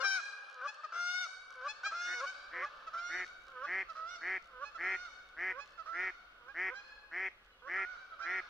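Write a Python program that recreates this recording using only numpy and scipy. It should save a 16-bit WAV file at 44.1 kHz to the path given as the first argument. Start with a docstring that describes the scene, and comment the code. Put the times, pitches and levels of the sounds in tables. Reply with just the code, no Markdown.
"""Swans leaving a marshy lake

Bugling, yelping and grunting swans fly across from left to right; the forest on the far shore throws calls back.
Their voices are harmonics and noise shaped by windpipe and bill; more of the flock murmurs far away.
From two seconds on a duck close by, dead centre, quacks steadily: trains of snaps ring its throat.
Small ticks, late songbird slurs and, swelling in early, low rumble and thin hiss are shaped noise and gliding tones."""
import sys
import numpy as np
from scipy import signal
from scipy.fft import rfft, irfft, next_fast_len
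from scipy.io import wavfile
from scipy.ndimage import uniform_filter1d, map_coordinates

SR = 44100
rng = np.random.default_rng(int(sys.argv[2]) if len(sys.argv) > 2 else 0)


def store_wav(level_fs):
    """Save 16-bit WAV to argv[1]."""
    pcm = np.round(np.clip(np.atleast_2d(level_fs), -1, 1) * 32767)
    wavfile.write(sys.argv[1], SR, pcm.T.astype(np.int16))


N = 374409

# All levels and colours in these tables are relative dB unless called rms.
# Still air, its spectrum: freq_hz, density_db
AIR_COLOUR = [(20,-2.5),(45,3),(70,-9.5),(120,-15),(250,-14.5),(500,-10),(1000,-16),(2500,-19),(5000,-33),(8000,-38),(15000,-38.5)]
# How the still air swells in: time_s, level_db
AIR_RISE = [(0,-33),(1.05,-29.5),(1.4,-6),(2.2,-2),(3,2),(8.49,1)]
# Left-right difference of the air: freq_hz, gain_db
AIR_SIDE = [(100, -35), (600, -9.5), (3000, 25.5), (7000, 16.5), (11000, -5.0)]

# The swan's long windpipe: freq_hz, gain_db
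WINDPIPE = [(60,-50.5),(300,-30),(520,-9),(750,-19.5),(1000,-12),(1200,4.5),(1550,3),(1800,-13.5),(2200,-25.5),(3000,-19),(5000,-55),(9000,-66)]
# The brassy edge of a hard-blown bugle: freq_hz, gain_db
BRASS = [(1600,-39),(2200,9.5),(2900,-3.5),(3200,-1.5),(3600,2),(4000,-1),(4400,-2.5),(5050,-1.5),(5500,5),(5800,1.5),(6400,-4),(7300,-15.5),(8000,-17),(8700,-21.5),(9500,-21.5),(12000,-33.5),(16000,-45.5)]
# The edge of a yelp or toot, blown with the bill half shut: freq_hz, gain_db
HALF_SHUT_BILL = [(1600,-28),(2450,11),(3300,-0.5),(4200,4),(5000,1.5),(5900,-2.5),(6900,-5.5),(8200,-22.5),(11000,-31.5),(16000,-49)]
# Falling toots that lead into a bugle or break off its end: start_s, length_s, pitch_hz, level_db, brassy_edge_db
TOOTS = [(0.0,0.039,711,-42,-45), (0.834,0.031,625,-40,-53.5), (1.858,0.021,648,-38,-61),
         (2.202,0.017,670,-39,-49), (2.867,.03,648,-43,-55.5), (3.885,0.043,654.5,-44,-60),
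         (4.745,0.035,668,-45,-56.5), (5.776,0.051,661,-45,-65.5), (8.107,0.048,658,-50.5,-84)]
# Low grunts that swoop up near the end: start_s, length_s, top_pitch_hz, drone_db, top_level_db
GRUNTS = [(0.0,0.043,550,-54.5,-46), (0.469,0.21,584.5,-65,-38.5), (0.756,0.06,606,-76,-55.5),
          (1.498,.19,589.4,-60.5,-37.5), (2.13,.13,562,-63,-39), (2.532,.13,590,-57.5,-38.5),
          (3.467,.2,583.7,-59.5,-41), (4.484,0.17,584,-64.5,-41.5), (5.502,.109,572,-63.5,-46),
          (6.347,0.17,556,-74.5,-62), (6.663,0.083,518.4,-67,-56), (7.62,0.077,566,-71.5,-49.5)]
# Long bugle notes: start_s, length_s, attack_s, wait_before_climb_s, opening_hz, crest_hz,
# scoop_from_below (share of pitch), opening_level_db, crest_level_db, brassy_edge_db
BUGLES = [(0.027,0.18,0.024,0.00069,796.4,767.6,0,-31.5,-36.5,-41.5),
          (0.921,.351,0.076,.035,690.7,734.2,0.03,-37,-40.5,-47),
          (1.912,.318,0.011,0.025,688,737,0.1,-41,-43.5,-50.5),
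          (2.932,0.3,0.014,.03,679,737.4,0.05,-41,-49,-56),
          (3.952,0.24,0.043,0.092,648.3,728,0.07,-43.5,-51,-57.5),
          (4.813,0.28,0.018,0.046,688.5,724.5,0.08,-48.5,-49,-63),
          (5.858,.225,0.031,.065,673,719.4,.12,-44,-48,-67),
          (7.761,0.21,0.027,0.052,687.2,745.3,0.04,-44.5,-50,-69.5),
          (8.191,0.23,0.015,0.093,679.4,714.6,.08,-46,-46.5,-66.5)]
# Short high yelps: start_s, length_s, top_pitch_hz, level_db, brassy_edge_db
YELPS = [(0.613,0.039,781,-43.5,-71), (0.666,0.053,853,-47,-48.5), (1.61,0.075,779,-48,-68),
         (1.673,0.062,863,-49,-45), (1.833,0.077,811,-40,-45), (2.256,.076,763,-44,-52),
         (2.645,0.048,850,-49.5,-62.5), (2.964,0.057,783,-52.5,-56.5), (3.637,0.075,857,-54.5,-63.5),
         (4.637,0.073,857,-55.5,-56.5), (5.585,0.073,851,-56,-57), (6.482,0.051,820,-52.5,-74),
         (6.738,0.091,814.6,-50,-58.5), (8.209,0.0815,813,-48,-58)]
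# Where the swans fly: time_s, left_minus_right_db
BEARING = [(0,7),(.7,2),(1.2,4.5),(1.8,0.5),(2.2,1.5),(2.6,-1.5),(4,-5),(5.7,-7.5),(8.4,-7)]
# Echo gain against the direct calls as the birds draw away: time_s, gain_db
RECEDING = [(0,0.5),(2,2),(3,3),(5,5.5),(6.5,0),(6.9,11.5),(7.6,8),(8.49,-1)]

# The blurred murmur of the far flock: freq_hz, density_db
MURMUR = [(40,-43.5),(130,-20.5),(220,-26),(320,-18.5),(500,-4),(850,-8.5),(1200,7.5),(1550,4),(1900,-22.5),(3000,-7),(5000,-14.5),(6500,-27),(8500,-44.5),(15000,-56.5)]
# The course of the far flock's loudness: time_s, level_db
FLOCK_LEVEL = [(0,-58), (1.4,-65.5), (2.8,-59), (3.4,-70), (5.2,-68.5), (6.5,-70), (7.5,-73.5), (8.49,-62)]
# Decay of the far shore's echo: freq_hz, t60_s
SHORE_T60 = [(400,3.5),(1500,1.9),(4000,0.99),(8000,0.7),(14000,3.5)]
# Colour of the far shore's echo: freq_hz, gain_db
SHORE_COLOUR = [(150,-8),(400,-9.5),(800,-2),(1500,-4.5),(2300,0.5),(3000,-2.5),(4400,10.5),(5800,0.5),(8000,9),(12000,-11)]
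# Colour of the scatter from stems and mud close by: freq_hz, gain_db
REED_COLOUR = [(300, -21.5), (1500, -5.5), (3000, 11.5), (6000, 12.0)]

# Small dry ticks, single or in runs: start_s, run_length_s, level_db
TICKS = [(0.3,.005,-52), (0.499,.055,-51), (0.745,.005,-48), (1.506,.055,-51.5), (3.266,.02,-50),
         (3.421,.1,-55.5), (3.902,.11,-54), (4.425,.05,-55), (5.2889,.005,-51), (5.659,.08,-53),
         (5.877,.08,-67), (6.543,.005,-59), (7.448,.03,-60)]
# Colour of the ticks: freq_hz, gain_db
TICK_COLOUR = [(800, -39), (3000, 12), (6000, 7.5), (12000, -18)]
# Quacks: start_s, end_s, nominal_pulse_rate_hz, rms_level_db, bill_opening (factor on throat resonances)
QUACKS = [(2.055,2.152,175,-47,0.87),(2.515,2.65,183.8,-43.5,0.98),(3.091,3.245,182,-41,0.98),(3.663,3.832,189.6,-38,1.002),(4.212,4.379,187.3,-38.5,1),(4.779,4.966,188.4,-37.5,1.01),(5.367,5.528,186.5,-38.5,0.99),(5.93,6.104,186.6,-39,1),(6.545,6.701,187.2,-38,1.002),(7.114,7.289,189,-39,1.007),(7.673,7.848,190,-38,0.99),(8.24,8.405,187,-39,0.99)]
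# Course of one quack: share_of_length, pulse_rate_factor, bill_opening (further factor), level_db
QUACK_COURSE = [(0,.83,0.8,-14),(0.151,.9,0.94,-3),(.37,.975,0.97,1),(0.6,1.008,0.98,1),(0.883,1.003,1.01,1),(0.999,.98,0.97,-4)]
# The duck's throat resonances: freq_hz, gain_db
DUCK_THROAT = [(170,-38.5),(250,-15),(370,-11.5),(560,-24),(750,-11.5),(1080,-22.5),(1350,-10),(1560,-12),(1780,1.5),(2130,2),(2450,-7.5),(2800,-27.5),(3150,-22.5),(3700,-54.5),(5600,-40),(8000,-70)]
# The duck's breath hiss: freq_hz, gain_db
DUCK_HISS = [(1000,-19),(3000,3.5),(3800,-7),(5500,3),(7000,-13),(8500,-24),(15000,-33.5)]
# A small songbird's slurs: start_s, length_s, from_hz, to_hz, rms_level_db
CHIRPS = [(7.488,0.11,3080,2770,-79.5),(7.51,0.036,4130,3860,-78),(7.586,0.042,3500,3250,-80),(7.979,0.028,4300,3890,-75),(8.091,0.023,3700,4200,-76),(8.12,.035,3400,3050,-74),(8.13,0.026,4150,3740,-74)]

EDGE_HZ = 15700  # upper limit of the recorder and of the harmonics
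DULLING_DB_PER_S = 1.34  # treble lost at 8 kHz as the swans draw away
TOOT_FALL, TOOT_ENDS_DB = 0.072, -11.5  # share of pitch lost over a toot; its softer ends
SWOOP_S, SWOOP = 0.0323, .15  # a grunt's swoop: time and share of pitch
GRUNT_RELEASE_S, GRUNT_END_DB = 0.01475, -14.5  # after the swoop's top the voice shuts
SETTLE_S, SETTLE, SETTLE_DB = .13, .07, -3.5  # this long before its top: sharper (share) and softer
SCOOP_S, DROP_S, DROP = .016, .072, 0.154  # a bugle's slide in, final drop and dropped share of pitch
BUGLE_RELEASE_S, BUGLE_ENDS_DB = 0.031, -9
CATCH_S = .025  # added to a bugle's attack for the decay of its roughness
TICK_GAP_S = .016
YELP_TOP, YELP_ARCH, YELP_ENDS_DB = .62, 0.2033, -7  # share at top pitch; bend of arch; softer ends
THROAT_FLUTTER, SNAP_SHIMMER_DB = .012, .8  # spread from snap to snap: resonances (share) and level


def gain_of(db):
    """Amplitude factor for a level in dB."""
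    return 10 ** (np.asarray(db) / 20)


def evened(x):
    """Scales a sound to rms 1 overall."""
    return x / np.sqrt(np.mean(x ** 2) + 1e-20)


def read(points, hz):
    """Reads a spectrum joined by straight lines on a log-frequency axis."""
    f, value = np.transpose(points)
    return np.interp(np.log(hz + 1), np.log(f + 1), value)


def curve(points):
    """A control curve at every sample."""
    return np.interp(np.arange(N) / SR, *np.transpose(points))


def add(mix, s, sound):
    """Lays a sound into the mix at s seconds, cut at the end."""
    part = mix[max(round(s * SR), 0):][:len(sound)]
    part += sound[:len(part)]


def coloured(x, points):
    """Filters x by the spectrum in points."""
    n = next_fast_len(x.shape[-1], True)
    gains = gain_of(read(points, np.fft.rfftfreq(n, 1 / SR)))
    return irfft(rfft(x, n) * gains, n)[..., :x.shape[-1]]


def wander(n, hz):
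    """Joins random knots of rms 1, hz of them a second, by straight lines."""
    knots = rng.standard_normal(int(n * hz / SR) + 3)
    return np.interp(np.arange(n) * hz / SR, np.arange(len(knots)), knots)


def clock(length):
    """The time within one call, and the share of it gone by."""
    t = np.arange(0, length, 1 / SR)
    return t, t / length


def soft_ends(t, fade_s=0.001):
    """Opens and closes a call without a click."""
    return np.clip(np.minimum(t, t[-1] - t) / fade_s, 0, 1)


def harmonics(turns, hz, shape, orders, fade_db=0):
    """Partials weighted by a spectrum; each fades on its own as paths over the water cross."""
    k = np.array(orders)[:, None]
    slow_hz = hz[::64]  # gains need only every 64th sample
    drift = rng.standard_normal((len(k), len(slow_hz) // 30 + 3))
    drift = signal.resample(drift, len(slow_hz), axis=1)
    drift -= drift.mean(1, keepdims=True)
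    gains = gain_of(read(shape, k * slow_hz) + fade_db * drift) * (k * slow_hz < EDGE_HZ)
    gains = np.repeat(gains, 64, axis=1)[:, :len(hz)]
    phases = (2 * np.pi * k * (turns + k / 17)).astype(np.float32)
    return (gains * np.cos(phases)).sum(0)


def piped(turns, hz, orders):
    """Partials through the windpipe, scaled so that a second harmonic has rms 1."""
    return np.sqrt(2) * harmonics(turns, hz, WINDPIPE, orders) / gain_of(read(WINDPIPE, 2 * hz))


def rasp_and_breath(n):
    """Noise of rms 1 through the windpipe, and through the brassy bill."""
    return [evened(coloured(rng.standard_normal(n), shape)) for shape in (WINDPIPE, BRASS)]


def air(level_db=-68, side_db=-12):
    """Shaped noise: low rumble, nearly alike in both channels, and thin, wider hiss."""
    mid, side = coloured(rng.standard_normal((2, N)), AIR_COLOUR)
    side = gain_of(side_db) * coloured(side, AIR_SIDE)
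    return gain_of(level_db + curve(AIR_RISE)) * evened(np.array([mid + side, mid - side]))


def swans(doppler=1.04):
    """The calls as heard here, and raised in pitch as they reach the trees that the birds fly towards."""
    near, ahead = np.zeros((2, N)), np.zeros(N)
    for call, rows in ((bugle, BUGLES), (yelp, YELPS), (toot, TOOTS), (grunt, GRUNTS)):
        for row in rows:
            s, (left, right, beam) = call(*row)
            add(near[0], s, left)
            add(near[1], s, right)
            at = np.arange(len(beam))
            add(ahead, s, np.interp(np.arange(0, at[-1], doppler), at, beam))
    return near, ahead


def honk(start, t, hz, level_db, edge_db, brass, catch_s=0.045, rasp_db=-5, breath_db=-22, croak_db=-20,
         fade_db=2.5, apart=0.75, size_db=1, beam_db=-3):
    """A voice catches roughly, then locks into a clean note; gives left, right and the beam ahead of the bird."""
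    brass = [(f, db - DULLING_DB_PER_S * start * (f / 8000) ** 2) for f, db in brass]
    rough = np.exp(-(t / min(catch_s, 0.19 * t[-1])) ** 2) + 0.048
    jitter = (.003 + .03 * rough) * wander(len(t), 500)
    turns = np.cumsum(hz * (1 + jitter + .003 * wander(len(t), 34.7))) / SR
    rasp, breath = rasp_and_breath(len(t))
    catch = rough * (gain_of(rasp_db) * rasp + gain_of(croak_db) * breath)
    body = gain_of(level_db) * (piped(turns, hz, range(1, 4)) + catch)
    # a second set of partials with other phases widens the edge
    mid, side = (evened(harmonics(turns + shift, hz, brass, range(3, 20), fade_db))
                 for shift in (0, rng.random()))
    # the brassy edge comes last, goes first, and is full only near the top of the pitch
    blown = soft_ends(t, fade_s=0.024) * np.clip((hz / hz.max() - .91) / 0.058, .1, 1)
    hiss = gain_of(breath_db) * breath
    edge = gain_of(edge_db) * (blown * np.array([mid + apart * side, mid - apart * side]) + hiss)
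    beam = gain_of((edge_db + level_db) / 2 + beam_db) * blown * (mid + hiss)
    flutter = 1 + 0.046 * wander(len(t), 99)
    return start, gain_of(size_db) * soft_ends(t) * (body + np.vstack([edge, beam])) * flutter


def toot(start, length, hz, level_db, edge_db):
    """A brief, slightly falling note, softer at both ends."""
    t, u = clock(length)
    level_db = level_db + TOOT_ENDS_DB * (2 * u - 1) ** 2
    return honk(start, t, hz * (1 - TOOT_FALL * (u - .5)), level_db, edge_db, HALF_SHUT_BILL)


def grunt(start, length, top_hz, drone_db, top_db, half_db=-16, rasp_db=-15, croak_db=-23, size_db=2, hoarse=1.1):
    """A hoarse drone swoops up; strong and weak cycles alternate, which puts lines between the harmonics."""
    t, _ = clock(length)
    to_top = length - GRUNT_RELEASE_S - t
    swoop = np.exp(-(to_top / SWOOP_S) ** 2)
    early = np.minimum(abs(to_top) / SETTLE_S, 1) ** 4
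    hz = top_hz * (1 - SWOOP * (1 - swoop) + SETTLE * early)
    shut_db = GRUNT_END_DB * np.minimum(to_top / GRUNT_RELEASE_S, 0) ** 2
    level_db = drone_db + (top_db - drone_db) * swoop + SETTLE_DB * early + shut_db
    turns = np.cumsum(hz * (1 + .012 * wander(len(t), 400))) / SR
    halves = gain_of(half_db) * (1 + 1.6 * wander(len(t), 64)) * piped(turns, hz, np.arange(2, 10) + .5)
    rasp, breath = rasp_and_breath(len(t))
    voice = piped(turns, hz, range(1, 3)) + .35 * piped(turns, hz, range(3, 14))
    noise = (gain_of(rasp_db) + hoarse * early) * rasp + gain_of(croak_db) * breath
    sound = (1 - .5 * early) * voice + halves + noise
    # left, right and the weaker beam ahead
    return start, np.outer([1, 1, .6], soft_ends(t) * gain_of(level_db + size_db) * sound)


def placed(near, samples_per_db=0.55):
    """The channel on the birds' side is louder, and the two differ slightly in delay."""
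    bearing_db, at = curve(BEARING), np.arange(N)
    channels = []
    for channel, side in zip(near, (.5, -.5)):
        moved = map_coordinates(channel, [at - side * samples_per_db * bearing_db], order=3)
        channels.append(gain_of(side * bearing_db) * moved)
    return np.array(channels)


def reeds(x, decay_s=0.05):
    """Stems and mud close by scatter a short, diffuse reflection, different in each channel."""
    t = np.arange(4096) / SR
    taps = rng.standard_normal((2, len(t))) * np.exp(-t / decay_s)
    taps = coloured(taps / np.linalg.norm(taps[0]), REED_COLOUR)
    return signal.oaconvolve(x[None], taps, axes=1)[:, :N]


def flock(near_calls, count=60, calls_db=-6, murmur_db=2.0, wash_db=-15, linger_s=0.045, ceiling_db=-50):
    """Far calls, random arches of pitch, over a noise murmur; a diffuse wash after each near call lifts both."""
    calls = np.zeros(N)
    for when, pitch, length, size in rng.random((count, 4)):
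        u = np.linspace(0, 1, int((0.0823 + 0.2176 * length) * SR))
        hz = (490 + 300 * pitch) * (.93 + .08 * np.sin(np.pi * u))
        voice = harmonics(np.cumsum(hz) / SR, hz, WINDPIPE, range(1, 5))
        add(calls, when * N / SR, (1 + size) * np.sin(np.pi * u) * voice)
    mid, side = coloured(rng.standard_normal((2, N)), MURMUR)
    murmur = evened(np.array([mid + 0.092 * side, mid - 0.39 * side]))
    # a lingering average of the near calls' power, capped, raises a diffuse wash over the lake
    keep = np.exp(-1 / (linger_s * SR))
    power = np.minimum(near_calls ** 2, gain_of(ceiling_db) ** 2)
    wash = signal.lfilter([1 - keep], [1, -keep], power)
    level = np.sqrt(gain_of(curve(FLOCK_LEVEL)) ** 2 + gain_of(wash_db) ** 2 * wash)
    return level * gain_of(calls_db) * evened(calls), level * gain_of(murmur_db) * murmur


def shore(x, build_s=0.064, width=0.72):
    """Countless trunks scatter the sound back; the echo builds slowly and decays fastest around 8 kHz."""
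    hits = rng.random((2, 2 * SR)) < 2000 / SR  # about 2000 reflections a second
    taps = rng.standard_normal((2, 2 * SR)) * hits
    hz, t, z = signal.stft(taps, SR, nperseg=256)
    decay_db = -60 * t / read(SHORE_T60, hz)[:, None]
    build = 1 - np.exp(-(t / build_s) ** 2)
    z = z * gain_of(read(SHORE_COLOUR, hz)[:, None] + decay_db) * build
    tail = signal.istft(z, SR, nperseg=256)[1]
    mid, side = signal.fftconvolve(x[None], tail / np.linalg.norm(tail[0]), axes=1)[:, :N]
    return np.array([mid + width * side, mid - width * side])


def bugle(start, length, attack, wait, open_hz, crest_hz, scoop, open_db, crest_db, edge_db, edge_late_db=-5):
    """Slides into its note, climbs to a crest and drops as the breath runs out; the brass needs longer to sound."""
    t, _ = clock(length)
    crest = length - DROP_S
    climb = np.clip((t - wait) / (crest - wait), 0, 1)
    drop = DROP * np.clip((t - crest) / DROP_S, 0, 1) ** 2.74
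    hz = (open_hz + (crest_hz - open_hz) * climb) * (1 - scoop * np.exp(-t / SCOOP_S) - drop)
    ends = np.maximum(1 - np.minimum(t / attack, (length - t) / BUGLE_RELEASE_S), 0)
    level_db = open_db + (crest_db - open_db) * climb + BUGLE_ENDS_DB * ends
    edge_db = edge_db + 1 + edge_late_db * np.exp(-t / (2 * attack))
    return honk(start, t, hz, level_db, edge_db, BRASS, catch_s=attack + CATCH_S)


def ticks(decay_s=0.0013, level_db=-7, uneven_db=2):
    """Tiny dry clicks of decaying noise, single or in quick uneven runs."""
    out, t = np.zeros(N), np.arange(512) / SR
    for start, length, db in TICKS:
        for s in np.arange(0, length, TICK_GAP_S):
            late, size = rng.standard_normal(2)
            click = rng.standard_normal(len(t)) * np.exp(-t / decay_s)
            gain = gain_of(db + level_db + uneven_db * size)
            add(out, start + s + min(s, .002) * late, gain * click)
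    return coloured(out, TICK_COLOUR)


def yelp(start, length, top_hz, level_db, edge_db, peak_share=0.31, edge_ends_db=-7):
    """One quick arch of pitch and loudness, loudest and brassiest about a third of the way in."""
    t, u = clock(length)
    hz = top_hz * (1 - YELP_ARCH * (u - YELP_TOP) ** 2)
    ends = (2 * (u - peak_share)) ** 2
    level_db = level_db + 0.5 + YELP_ENDS_DB * ends
    return honk(start, t, hz, level_db, edge_db + 1 + edge_ends_db * ends, HALF_SHUT_BILL)


def throat_ring():
    """The throat's minimum-phase impulse response, at ten times the sample rate."""
    log_gain = np.log(gain_of(read(DUCK_THROAT, abs(np.fft.fftfreq(4096, 1 / SR)))))
    ring = np.fft.ifft(np.exp(np.conj(signal.hilbert(log_gain)))).real[:1024]
    return signal.resample_poly(np.pad(ring, 10), 10, 1)


def duck(jitter_s=.00003, hiss_db=-32, rebound=0.39, rebound_s=0.002078):
    """Each membrane snap, and a weak rebound, rings the throat; its resonances rise as the bill opens."""
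    ring, out = throat_ring(), np.zeros(N)
    share, *columns = np.transpose(QUACK_COURSE)
    for start, end, rate, level_db, opening in QUACKS:
        u = np.linspace(0, 1, int((end - start) * SR))
        pitch, bill, swell_db = (np.interp(u, share, c) for c in columns)
        snaps = np.flatnonzero(np.diff(np.floor(np.cumsum(rate * pitch) / SR), prepend=-1))
        quack = np.zeros(len(u) + 1024)
        for i, (late, size, colour, slack) in zip(snaps, rng.standard_normal((len(snaps), 4))):
            # reading the ring faster raises its resonances
            step = 10 * opening * bill[i] * (1 + THROAT_FLUTTER * colour)
            snap = map_coordinates(ring, [np.arange(0, len(ring) - 1, step)], order=1)
            snap = gain_of(swell_db[i] + SNAP_SHIMMER_DB * size) * snap
            add(quack, i / SR + jitter_s * late, snap)
            add(quack, i / SR + rebound_s * (1 + 0.15 * slack), rebound * snap)
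        hiss = evened(coloured(rng.standard_normal(len(quack)), DUCK_HISS))
        # the hiss follows the quack's short-term loudness
        puffs = np.sqrt(abs(uniform_filter1d(evened(quack) ** 2, size=160)))
        add(out, start, gain_of(level_db) * (evened(quack) + gain_of(hiss_db) * puffs * hiss))
    return out


def songbird():
    """Faint pure slurs from the reeds: sines gliding under a smooth swell."""
    out = np.zeros(N)
    for start, length, from_hz, to_hz, level_db in CHIRPS:
        hz = np.linspace(from_hz, to_hz, int(length * SR))
        slur = np.hanning(len(hz)) * np.sin(2 * np.pi * np.cumsum(hz) / SR)
        add(out, start, gain_of(level_db) * evened(slur))
    return out


def scene(echo_db=-11.5, duck_echo_db=-35, swan_scatter_db=-19, duck_scatter_db=-19):
    """Swans crossing, the duck straight ahead, and the lake around them."""
    quacks = duck()
    near, ahead = swans()
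    far_calls, murmur = flock(near.mean(0))
    to_shore = gain_of(echo_db + curve(RECEDING)) * ahead + gain_of(duck_echo_db) * quacks + far_calls
    to_reeds = gain_of(swan_scatter_db) * near.mean(0) + gain_of(duck_scatter_db) * quacks
    birds = placed(near) + quacks + murmur + songbird()
    return birds + shore(to_shore) + reeds(to_reeds) + air() + ticks()


def record(dry):
    """The band limit of the recorder: a steep low-pass."""
    low_pass = signal.firwin(511, EDGE_HZ, window=("kaiser", 9), fs=SR)
    return signal.oaconvolve(dry, low_pass[None], "same")


dry = scene()
out = record(dry)
store_wav(out)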